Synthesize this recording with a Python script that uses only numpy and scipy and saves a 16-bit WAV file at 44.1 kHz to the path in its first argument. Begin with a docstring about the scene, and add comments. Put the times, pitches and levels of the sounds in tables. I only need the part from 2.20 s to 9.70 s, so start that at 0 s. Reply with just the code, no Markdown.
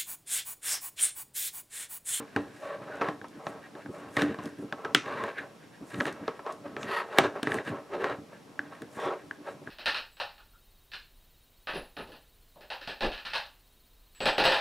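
"""First comes a short rasp of nylon cord and a soft finger bump, over the hush of a small quiet room.
Hands are knotting the cord onto a plastic buckle that lies on a table. The braid rasps as it catches
on table and buckle, sings where it is gripped, and hisses as it is drawn tight. The buckle ticks
against nails and table top, strands snag and flick free, and two hard finger landings make the table
boom. About five seconds in, just after a taut pull, the buckle drops flat with a bright slap."""
import sys
import numpy as np
from scipy import signal
from scipy.fft import rfft, irfft
from scipy.io import wavfile

SR = 44100
rng = np.random.default_rng(int(sys.argv[2]) if len(sys.argv) > 2 else 0)


def store_wav(level_fs):
    """Save 16-bit WAV to argv[1]."""
    pcm = np.round(np.clip(np.atleast_2d(level_fs), -1, 1) * 32767)
    wavfile.write(sys.argv[1], SR, pcm.T.astype(np.int16))


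N = 330730


def amp(db):
    """Turns decibels into a number to multiply a sound by."""
    return 10 ** (np.asarray(db) / 20)


def value_at(points, hz):
    """Looks up a table's value at any frequency, blending between its rows on a log scale."""
    row_hz, value = np.transpose(points)
    return np.interp(np.log(hz + 1), np.log(row_hz + 1), value)


def add(mix, start_s, sound):
    """Lays a sound into the mix at its start time."""
    part = mix[round(start_s * SR):][:len(sound)]
    part += sound[:len(part)]


def unit_level(x):
    """Scales a sound so that its average level (rms) is 1."""
    return x / np.sqrt(np.mean(x ** 2) + 1e-20)


def unit_hit(x):
    """Scales a short sound to the energy of 10 ms at level 1."""
    return x / np.sqrt(np.sum(x ** 2) / (SR / 100) + 1e-20)


def lows(x, edge_hz):
    """Keeps the part of a sound below this frequency."""
    hz = np.fft.rfftfreq(N, 1 / SR)
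    return irfft(rfft(x) / (1 + (hz / edge_hz) ** 6), N)


def thinned(x, edge_hz):
    """Weakens the bass: a brief hard contact gives little push below this frequency."""
    return signal.lfilter(*signal.butter(1, edge_hz, "high", fs=SR), x)


def through(x, colour, modes=(), size=4096):
    """Plays x through an object with a colour (its bass and treble) and modes (pitches where it rings)."""
    hz = abs(np.fft.fftfreq(size, 1 / SR))
    lift_db = sum(lift / (1 + (2 * (hz - centre) / width) ** 2) for centre, width, lift in modes)
    log_gain = np.log(amp(value_at(colour, hz) + lift_db))
    spectrum = np.exp(np.conj(signal.hilbert(log_gain)))  # makes the ringing come after the push
    response = np.fft.ifft(spectrum).real[:size // 2]
    return signal.oaconvolve(x, response)[:len(x)]


def near_echo(x, delay_s, echo_db):
    """A surface close by throws the sound straight back, which makes it hollow."""
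    samples = np.arange(len(x))
    echo = np.interp(samples - delay_s * SR, samples, x, left=0)
    return (x + amp(echo_db) * echo) / np.sqrt(1 + amp(echo_db) ** 2)


def wander(rate_hz):
    """A smooth random wobble that changes up to about this fast."""
    return unit_level(lows(rng.standard_normal(N), rate_hz))


def friction(slips_per_s, spread_db, smooth, uneven_db, uneven_hz):
    """Tiny slips of unequal size over a smooth rub, bunched up as the grip catches and lets go."""
    sizes = amp(spread_db * np.minimum(rng.exponential(1, N), 4)) * rng.choice([-1, 1], N)
    slips = unit_level(sizes * (rng.random(N) < slips_per_s / SR))
    rub = smooth * rng.standard_normal(N)
    return (slips + rub) * amp(uneven_db * wander(uneven_hz))


def gestures(rows, column, rise_s, fall_s, idle_db, drift_db=5.5):
    """Loudness over time: each move swells, holds and fades, and the hands are never quite still."""
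    t = np.arange(0, N, 32) / SR
    power = amp(idle_db + drift_db * wander(rate_hz=10.3)[::32]) ** 2
    for row in rows:
        peak_s, held_s = row[:2]
        early, late = np.maximum(peak_s - t, 0), np.maximum(t - peak_s - held_s, 0)
        power += (amp(row[column]) * np.exp(-early / rise_s - late / fall_s)) ** 2
    return np.interp(np.arange(N) / SR, t, np.sqrt(power))


def contact(t, chatter, chatter_s):
    """One sharp blow, then a brief chatter of the two surfaces."""
    rattle = rng.standard_normal(len(t)) * np.exp(-t / chatter_s)
    return (t == 0) + chatter * rattle / np.linalg.norm(rattle)


# Strokes of the cord. Each row: time it reaches full speed in seconds, seconds held,
# relative level on the table in dB, relative level on the buckle in dB.
STROKES = [(0.0, 0.0086, -40, -46.5), (0.17, 0.029, -49, -46), (0.23, 0.15, -58.5, -58),
           (0.43, 0.12, -43.5, -47), (0.628, 0.012, -65, -49), (0.68, 0.19, -42.5, -50.5),
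           (0.82, 0.076, -34, -43), (1.2, 0.19, -45.5, -62), (1.75, 0.15, -47.5, -56.5),
           (1.985, 0.03, -30.5, -30.5), (2.04, 0.079, -42, -44), (2.19, 0.093, -45.5, -50.5),
           (2.57, 0.15, -44.5, -67), (2.862, .24, -36.5, -42), (3.183, 0.0099, -49, -39),
           (3.225, 0.017, -42, -66), (3.71, 0.078, -50, -47.5), (3.805, 0.0085, -38, -54),
           (3.87, 0.013, -31, -34.5), (3.96, 0.16, -47, -55.5), (4.275, 0.033, -37, -48),
           (4.46, 0.0052, -38.5, -54), (4.59, 0.15, -42, -49), (4.7, 0.12, -36.5, -43),
           (4.84, 0.072, -45, -56), (4.925, 0.036, -38, -43), (4.985, 0.0098, -27, -30),
           (5.04, 0.0077, -26, -30.5), (5.16, 0.011, -33, -48), (5.24, 0.04, -61, -43),
           (5.3, 0.091, -35, -41), (5.475, 0.0056, -38, -36), (5.52, 0.056, -38, -53.5),
           (5.74, 0.012, -31, -41.5), (5.81, 0.11, -34.5, -41), (6.125, 0.0065, -49.5, -74),
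           (6.525, 0.0091, -45.5, -52.5), (6.78, 0.091, -38, -44.5), (6.835, 0.095, -30, -48.5),
           (7.275, 0.012, -37, -45), (7.47, .03, -58, -57)]
# Nylon sliding on nylon. Each row: time at full speed in seconds, seconds held, relative level in dB.
SLIDES = [(0.2, .02, -72), (0.35, 0.12, -67), (1.28, 0.014, -61), (1.72, .08, -69), (1.955, 0.082, -57),
          (2.24, 0.047, -65.5), (2.42, 0.006, -65.5), (3.68, 0.1, -63), (3.8, 0.075, -58),
          (4.325, .01, -67), (4.625, 0.013, -64.5), (4.72, 0.052, -64), (4.972, .015, -60),
          (5.32, 0.042, -58), (5.47, 0.018, -61), (5.83, 0.054, -81), (6.74, 0.12, -62), (7.29, 0.031, -68)]
# The colours of table top, buckle and fibres. Each row: frequency in Hz, relative level in dB.
TABLE_COLOUR = [(90, -47.5), (290, -11), (370, 4), (490, -4.5), (700, -5.5), (1000, -8.5), (1400, -20),
                (2100, -18.5), (4000, -34), (16000, -65)]
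BUCKLE_COLOUR = [(600, -43), (1300, -9.5), (1600, 4.5), (2100, -1.5), (3200, -12.5), (5000, -19.5),
                 (7400, -29), (10000, -44), (16000, -60)]
FIBRE_COLOUR = [(1500, -44), (4000, -8), (6500, 7), (8500, 8.5), (11000, 3.5), (13500, -5), (16000, -12)]
# Where the table, the buckle and a lightly held cord ring.
# Each row: pitch in Hz, width in Hz, boost in dB (a cut if below zero).
TABLE_MODES = [(294.3, 10.5, 13), (451.6, 59, 5.5), (598, 140, 4), (809, 57, 3.5), (1100, 106, 7),
               (1318, 178, 14), (3600, 290, -16)]
BUCKLE_MODES = [(1250, 49, 14), (1600, 520, 10), (1880, 47, 8), (2334, 140, 5.5), (2720, 480, 7.5),
                (3810, 1300, 11), (5600, 340, -1)]
HOLLOW_MODES = [(600, 120, 3.5), (840, 62, 2.5), (1090, 220, 2)]


def rasping_cord():
    """The braid catches on table and buckle in tiny slips, and its fibres hiss."""
    braid = friction(slips_per_s=2200, spread_db=1.5, smooth=1.0, uneven_db=2.0, uneven_hz=120)
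    fine = friction(slips_per_s=4000, spread_db=2.0, smooth=1.0, uneven_db=2.0, uneven_hz=120)
    on_table = gestures(STROKES, column=2, rise_s=0.015, fall_s=0.021, idle_db=-58.5)
    on_buckle = gestures(STROKES, column=3, rise_s=0.015, fall_s=0.021, idle_db=-64)
    on_nylon = gestures(SLIDES, column=2, rise_s=0.031, fall_s=0.02, idle_db=-86.5)
    rasp = unit_level(through(braid, TABLE_COLOUR, TABLE_MODES))
    # Only a heavy stroke stirs the table's low notes; a light one stays thin and hollow.
    lightness = 1 - np.clip(on_table / amp(-26), 0, 1)
    flat_colour = [(0, 0), (SR / 2, 0)]
    hollow = through(rasp - lows(rasp, edge_hz=406), flat_colour, HOLLOW_MODES)
    table = ((1 - lightness) * rasp + lightness * hollow) * on_table * amp(-0.5)
    scrape = through(0.5 * braid + 1.46 * fine, BUCKLE_COLOUR, BUCKLE_MODES)
    buckle = unit_level(scrape) * on_buckle * amp(-0.8)
    brushing = np.hypot(on_nylon, on_buckle * amp(-27.5))  # the buckle also brushes the fibres
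    fibres = unit_level(through(fine, FIBRE_COLOUR)) * brushing * amp(1)
    return near_echo(table + buckle + fibres, delay_s=0.00186, echo_db=-23.5)


# Fingertips pressing on the table. Each row: landing time in seconds, seconds held, relative level in dB.
PRESSES = [(0.0, .01, -38.5), (0.18, 0.019, -33.5), (0.26, 0.016, -45.5), (0.55, 0.26, -52),
           (0.82, 0.14, -48), (1.27, 0.043, -49.5), (1.66, 0.012, -42), (1.696, 0.0069, -37),
           (1.78, 0.18, -50.5), (2.02, 0.025, -31), (2.08, 0.034, -32.5), (2.25, 0.015, -36.5),
           (2.39, 0.0061, -39.5), (2.425, 0.017, -36), (2.69, 0.029, -46), (2.86, 0.19, -45),
           (3.04, 0.0093, -38), (3.21, 0.015, -42.5), (3.619, 0.011, -39.5), (3.742, 0.035, -39),
           (3.786, .006, -28), (3.86, 0.083, -43.5), (4.01, 0.032, -38.5), (4.455, 0.079, -47.5),
           (4.56, 0.14, -45.5), (5.0, 0.062, -33.5), (5.3, 0.091, -36.5), (5.47, 0.07, -37),
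           (5.76, 0.18, -49), (5.915, 0.0071, -39), (5.989, 0.0043, -41), (6.619, 0.0058, -42.5),
           (6.84, 0.053, -47), (7.42, 0.11, -49)]
# The dull colour of a fingertip on the table. Each row: frequency in Hz, relative level in dB.
THUMP_COLOUR = [(30, -34), (70, -18), (100, -2), (240, 0.5), (330, 1), (430, -9.5), (600, -16), (1500, -35),
                (16000, -100)]


def fingers():
    """Soft fingertips land quickly and settle slowly, sounding the low notes of the table."""
    bumps = friction(slips_per_s=300, spread_db=1.5, smooth=0.7, uneven_db=1.2, uneven_hz=30)
    weight = gestures(PRESSES, column=2, rise_s=0.0078, fall_s=0.02, idle_db=-58.5)
    return unit_level(through(bumps, THUMP_COLOUR, TABLE_MODES)) * weight * amp(-0.24)


# The colours of the room's air and of a faint hiss. Each row: frequency in Hz, relative level in dB.
AIR_COLOUR = [(20, -28), (55, -14), (100, -6), (160, 4.5), (300, 1), (600, -4), (1050, -8), (1350, -12),
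              (1600, -17.5), (2200, -13.5), (4500, -18.5), (9000, -24.5), (12000, -27.5), (16000, -37)]
HISS_COLOUR = [(25, -44), (120, 2), (500, 1.5), (2000, -11), (6000, -21), (12000, -38.5)]
# A faint hum and two high whines. Each row: pitch in Hz, level in dB.
HUM = [(290.7, -77), (5561, -78), (11047, -83)]


def room_tone(air_db=-56, hiss_db=-62):
    """Steady dull air noise, a hiss that is opposite in left and right, and a wavering hum and whine."""
    air = unit_level(through(rng.standard_normal(N), AIR_COLOUR)) * amp(air_db)
    hiss = unit_level(through(rng.standard_normal(N), HISS_COLOUR)) * amp(hiss_db)
    t, hum = np.arange(N) / SR, np.zeros(N)
    for hz, db in HUM:
        waver = 1.8 * wander(rate_hz=13)
        hum += amp(db) * np.sqrt(2) * np.sin(2 * np.pi * hz * t + waver)
    return air + np.array([hiss, -hiss]) + hum


# The colours of a plastic crack and of its highest part. 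Each row: frequency in Hz, relative level in dB.
CRACK_COLOUR = [(300, -55), (900, -26), (1300, 12.5), (1800, 7), (2300, 9), (3000, 7.5), (3700, 5),
                (4600, -6), (6000, -8.5), (7200, -25.5), (16000, -48)]
CRACK_TOP_COLOUR = [(2500, -53), (6000, -7), (7800, -0.5), (9300, -1), (11000, -11), (13000, -11),
                    (14500, -28), (16000, -9)]


def crack(force, brightness_db):
    """Hard plastic answers a blow with a bright click and a fine, high edge."""
    click = unit_hit(through(force, CRACK_COLOUR)) * amp(4.5)
    edge = unit_hit(through(force, CRACK_TOP_COLOUR)) * amp(brightness_db - 7)
    return click + edge


# The buckle tapping nails and table. Each row: start in seconds, then relative levels in dB of the thud,
# the table's knock, the buckle's ring, the crack and the crack's brightness, then the ring's pitch in Hz.
TICKS = [(0.1626, -23, -28, -26, -42, -5, 1600), (0.8127, -33, -32, -32, -45.5, -17, 1510),
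         (0.817, -40, -24.5, -53, -55, -23, 1600), (0.8864, -30.5, -33, -33.5, -50.5, -4, 1780),
         (1.0147, -43, -49, -42, -61, -19, 1600), (1.0434, -67, -39.5, -51, -62, -20, 1650),
         (1.268, -40, -31, -44, -46, -16, 1700), (1.5519, -42.5, -52, -49, -63, -19, 1670),
         (1.6604, -47, -45.5, -43.5, -71, -21, 1600), (1.968, -31, -32, -28.5, -40, 0, 2000),
         (1.9717, -25, -30.5, -23, -42, -31, 1860), (2.02, -28, -32, -50, -35.5, -5, 1720),
         (2.1443, -60, -39.5, -41, -62, 3, 1690), (2.188, -35, -36.5, -54, -57.5, -18, 1920),
         (2.5252, -37, -34, -31, -46, -10, 1620), (2.648, -42, -42, -37, -47, -12, 1600),
         (2.6523, -53, -31.5, -33.5, -57, -21, 1560), (2.7478, -26, -28.5, -14, -18.5, -5.5, 1630),
         (3.0385, -39, -44, -33, -48, 0, 1630), (3.7435, -37, -43, -49, -50.5, -8, 1500),
         (3.803, -39, -38, -29, -46, -11, 1850), (3.8076, -32, -30, -24, -38, -19, 1670),
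         (3.8546, -32, -50, -29.5, -42.5, -5, 1780), (4.0798, -39, -26, -35, -43, -36, 1660),
         (4.193, -69, -39, -47, -69, -25, 1600), (4.2645, -66, -32.5, -67, -59.5, -25, 1500),
         (4.5661, -40, -34, -37, -48.5, -12, 1700), (4.6312, -54, -49, -61, -44.5, -14, 1650),
         (4.9855, -23.5, -14.5, -33, -21.5, -4, 1620), (5.2303, -29.5, -35.5, -34, -39.5, 1.5, 1650),
         (5.2717, -27.5, -30.5, -27.5, -42, -11, 1860), (5.3193, -50, -59, -26.5, -44, -7, 1710),
         (5.343, -28.5, -31.5, -33, -52, 12.5, 1660), (5.386, -56, -43, -32, -64, -17, 1860),
         (5.8429, -38, -27, -27.5, -44.5, -9, 1600), (6.3922, -42, -42.5, -26, -49, -10, 1620),
         (6.62, -37, -48, -43, -57, 6.5, 1630), (7.1107, -47, -48, -32, -57, -24, 1625),
         (7.474, -42.5, -46, -38, -66, -23, 1600)]


def buckle_ticks(ring_s=0.00085):
    """Each tap thuds, knocks, rings and cracks. Gives the direct sound and the sound sent to the room."""
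    direct, to_room, t = np.zeros(N), np.zeros(N), np.arange(4096) / SR
    ring_shape = t / ring_s * np.exp(-t / ring_s)  # swells fast, then the fingers damp it
    for start_s, thud_db, knock_db, ring_db, crack_db, brightness_db, ring_hz in TICKS:
        thud = through(contact(t, chatter=1.2, chatter_s=0.02), THUMP_COLOUR, TABLE_MODES)
        thud = unit_hit(thinned(thud, edge_hz=113)) * amp(thud_db)
        knock = through(contact(t, chatter=1.58, chatter_s=0.011), TABLE_COLOUR, TABLE_MODES)
        knock = unit_hit(thinned(knock, edge_hz=890)) * amp(knock_db)
        ring = unit_hit(ring_shape * np.sin(2 * np.pi * ring_hz * t)) * amp(ring_db - 2)
        snap = crack(contact(t, chatter=1.0, chatter_s=0.0024), brightness_db)
        snap = near_echo(snap, delay_s=0.00166, echo_db=-18.5) * amp(crack_db)
        add(direct, start_s, thud + knock + ring + snap)
        # The room gathers the crack from all sides, so its chatter evens out; the hands shield the ring.
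        clean_snap = crack(1.0 * (t == 0), brightness_db) * amp(crack_db)
        add(to_room, start_s, thud + knock + ring * amp(-5) + clean_snap)
    return direct, to_room


# Moments when the cord sings. Each row: time at full speed in seconds, seconds held,
# relative level in dB, pitch in Hz, width of the band of noise in Hz.
SINGS = [(0.44, .12, -39.5, 580, 68), (0.67, 0.14, -46.5, 605, 90), (0.44, 0.12, -46, 1103, 140),
         (0.72, 0.12, -48.5, 1500, 148), (2.766, 0.019, -52, 5430, 2200), (2.88, 0.17, -40, 1090, 170),
         (3.185, 0.013, -37, 1640, 260), (3.182, 0.014, -42.5, 2170, 420), (4.275, 0.039, -39.5, 1060, 190),
         (4.275, 0.045, -42, 600, 110), (4.711, 0.12, -47, 990, 120), (4.619, 0.017, -54, 6700, 2000),
         (5.31, 0.056, -59, 9200, 2200), (5.745, 0.11, -34, 417, 129), (5.85, .07, -39.5, 1180, 400),
         (6.81, 0.065, -41, 1100, 240), (6.81, 0.082, -51.5, 3380, 550), (6.811, 0.072, -62, 5500, 600)]


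def singing_cord(rise_s=0.018, fall_s=0.0081, size=32768):
    """Gripped by a loop or cupped fingers, the sliding cord sings in one band that swells with speed."""
    out, hz = np.zeros(N), np.fft.rfftfreq(size, 1 / SR)
    lead_s = size / 4 / SR  # leaves time to swell before full speed
    t = np.arange(size) / SR - lead_s
    for peak_s, held_s, db, centre_hz, width_hz in SINGS:
        band = 1 / (1 + (2 * (hz - centre_hz) / width_hz) ** 4)
        tone = unit_level(irfft(rfft(rng.standard_normal(size)) * np.sqrt(band), size))
        speed = np.exp(np.minimum(t, 0) / rise_s - np.maximum(t - held_s, 0) / fall_s)
        add(out, peak_s - lead_s, tone * speed * amp(db))
    return out


# Strands snagging. Each row: start in seconds, relative level in dB.
SNAGS = [(0.756, -62), (0.77, -63), (1.084, -60.5), (2.2373, -57), (2.257, -50), (3.8668, -50),
         (3.9265, -53), (4.3245, -54)]
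# Their crisp colour. Each row: frequency in Hz, relative level in dB.
SNAG_COLOUR = [(1500, -9), (4000, -2), (9000, -4), (16000, -23)]


def snags():
    """Single strands catch on an edge and flick free."""
    out, t = np.zeros(N), np.arange(2048) / SR
    for start_s, db in SNAGS:
        flick = through(contact(t, chatter=1.0, chatter_s=0.0027), SNAG_COLOUR)
        add(out, start_s, unit_hit(flick) * amp(db))
    return out


# Hard landings of a finger. Each row: start in seconds, relative level in dB.
BOOMS = [(2.02, -27), (6.621, -41.5)]


def table_booms(hz=294.6, rise_s=0.0048, fall_s=0.04):
    """The heel of a finger lands hard, and the table top rings on at its lowest note."""
    out, t = np.zeros(N), np.arange(16384) / SR
    shape = (1 - np.exp(-t / rise_s)) * np.exp(-t / fall_s)
    ring = shape * np.sqrt(2) * np.sin(2 * np.pi * hz * t)
    for start_s, db in BOOMS:
        add(out, start_s, ring * amp(db))
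    return out


# The rise and fall of one fast pull through the loop. Each row: time in seconds, relative level in dB.
PULL_LEVELS = [(4.62, -61), (4.69, -37), (4.74, -30.5), (4.775, -30.5), (4.805, -34.5), (4.845, -62)]
# The colour of the taut cord. Each row: frequency in Hz, relative level in dB.
TAUT_COLOUR = [(500, -35), (950, 1.5), (1500, -6), (2400, -10), (3400, -14), (6000, -31.5), (13000, -41),
               (16000, -51)]
# Where the taut cord rings. Each row: pitch in Hz, width in Hz, boost in dB.
TAUT_MODES = [(1270, 43, 14), (1860, 180, 13.5), (2700, 180, 5), (4540, 640, 8), (11000, 1800, 12.5)]


def taut_pull():
    """Pulled tight, the weave slips fast and evenly, and zips at a few pitches."""
    weave = friction(slips_per_s=1700, spread_db=-1.0, smooth=0.4, uneven_db=1.6, uneven_hz=180)
    t = np.arange(N) / SR
    times, levels_db = np.transpose(PULL_LEVELS)
    pulling = (t > times[0]) & (t < times[-1])
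    loudness = amp(np.interp(t, times, levels_db)) * pulling
    return unit_level(through(weave, TAUT_COLOUR, TAUT_MODES)) * loudness


# The bright colour of the slap. Each row: frequency in Hz, relative level in dB.
SLAP_COLOUR = [(7000, -22), (11000, -1), (14000, 0), (16000, -20)]


def buckle_slap(start_s=4.9853, db=-36):
    """The buckle drops, and its flat side meets the table all at once."""
    out, t = np.zeros(N), np.arange(2048) / SR
    slap = through(contact(t, chatter=0.6, chatter_s=0.0015), SLAP_COLOUR)
    add(out, start_s, unit_hit(slap) * amp(db))
    return out


# How long the room echoes. Each row: frequency in Hz, seconds it takes to fade by 60 dB.
ROOM_FADE = [(150, 0.15), (500, 0.33), (1600, 0.26), (4000, 0.2), (6000, 0.32), (12000, 0.088)]


def room_echoes(x, middle_db, side_db, echoes_per_s=3000):
    """Scattered echoes fade at each frequency's own pace, nearly the same in left and right."""
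    size = SR // 2
    echoes = rng.choice([-1., 1.], (2, size)) * (rng.random((2, size)) < echoes_per_s / SR)
    echoes *= np.arange(size) / SR > 0.005  # nothing comes back in the first 5 ms
    hz, t, bands = signal.stft(echoes, SR, nperseg=256)
    fade = amp(-60 * t / value_at(ROOM_FADE, hz)[:, None])
    tails = signal.istft(bands * fade, SR, nperseg=256)[1]
    middle, side = signal.fftconvolve(x[None], tails / np.linalg.norm(tails[0]), axes=1)[:, :N]
    return amp(middle_db) * middle + amp(side_db) * np.array([side, -side])


def scene():
    """Mixes the rubbing, the taps and their echoes over the room's quiet tone."""
    rubbing = (rasping_cord() + taut_pull() + singing_cord() + fingers() + snags()) * amp(-0.92)
    ticks, ticks_to_room = buckle_ticks()
    echoes = room_echoes(rubbing, middle_db=-12, side_db=-31.5)
    echoes += room_echoes(ticks_to_room, middle_db=-13.5, side_db=-29)
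    return rubbing + ticks + buckle_slap() + table_booms() + echoes + room_tone()


def record(dry):
    """Removes the very highest treble, above 15900 Hz."""
    treble_cut = signal.firwin(255, 15900, window=("kaiser", 9), fs=SR)
    return signal.oaconvolve(dry, treble_cut[None], "same")


dry = scene()
out = record(dry)
store_wav(out)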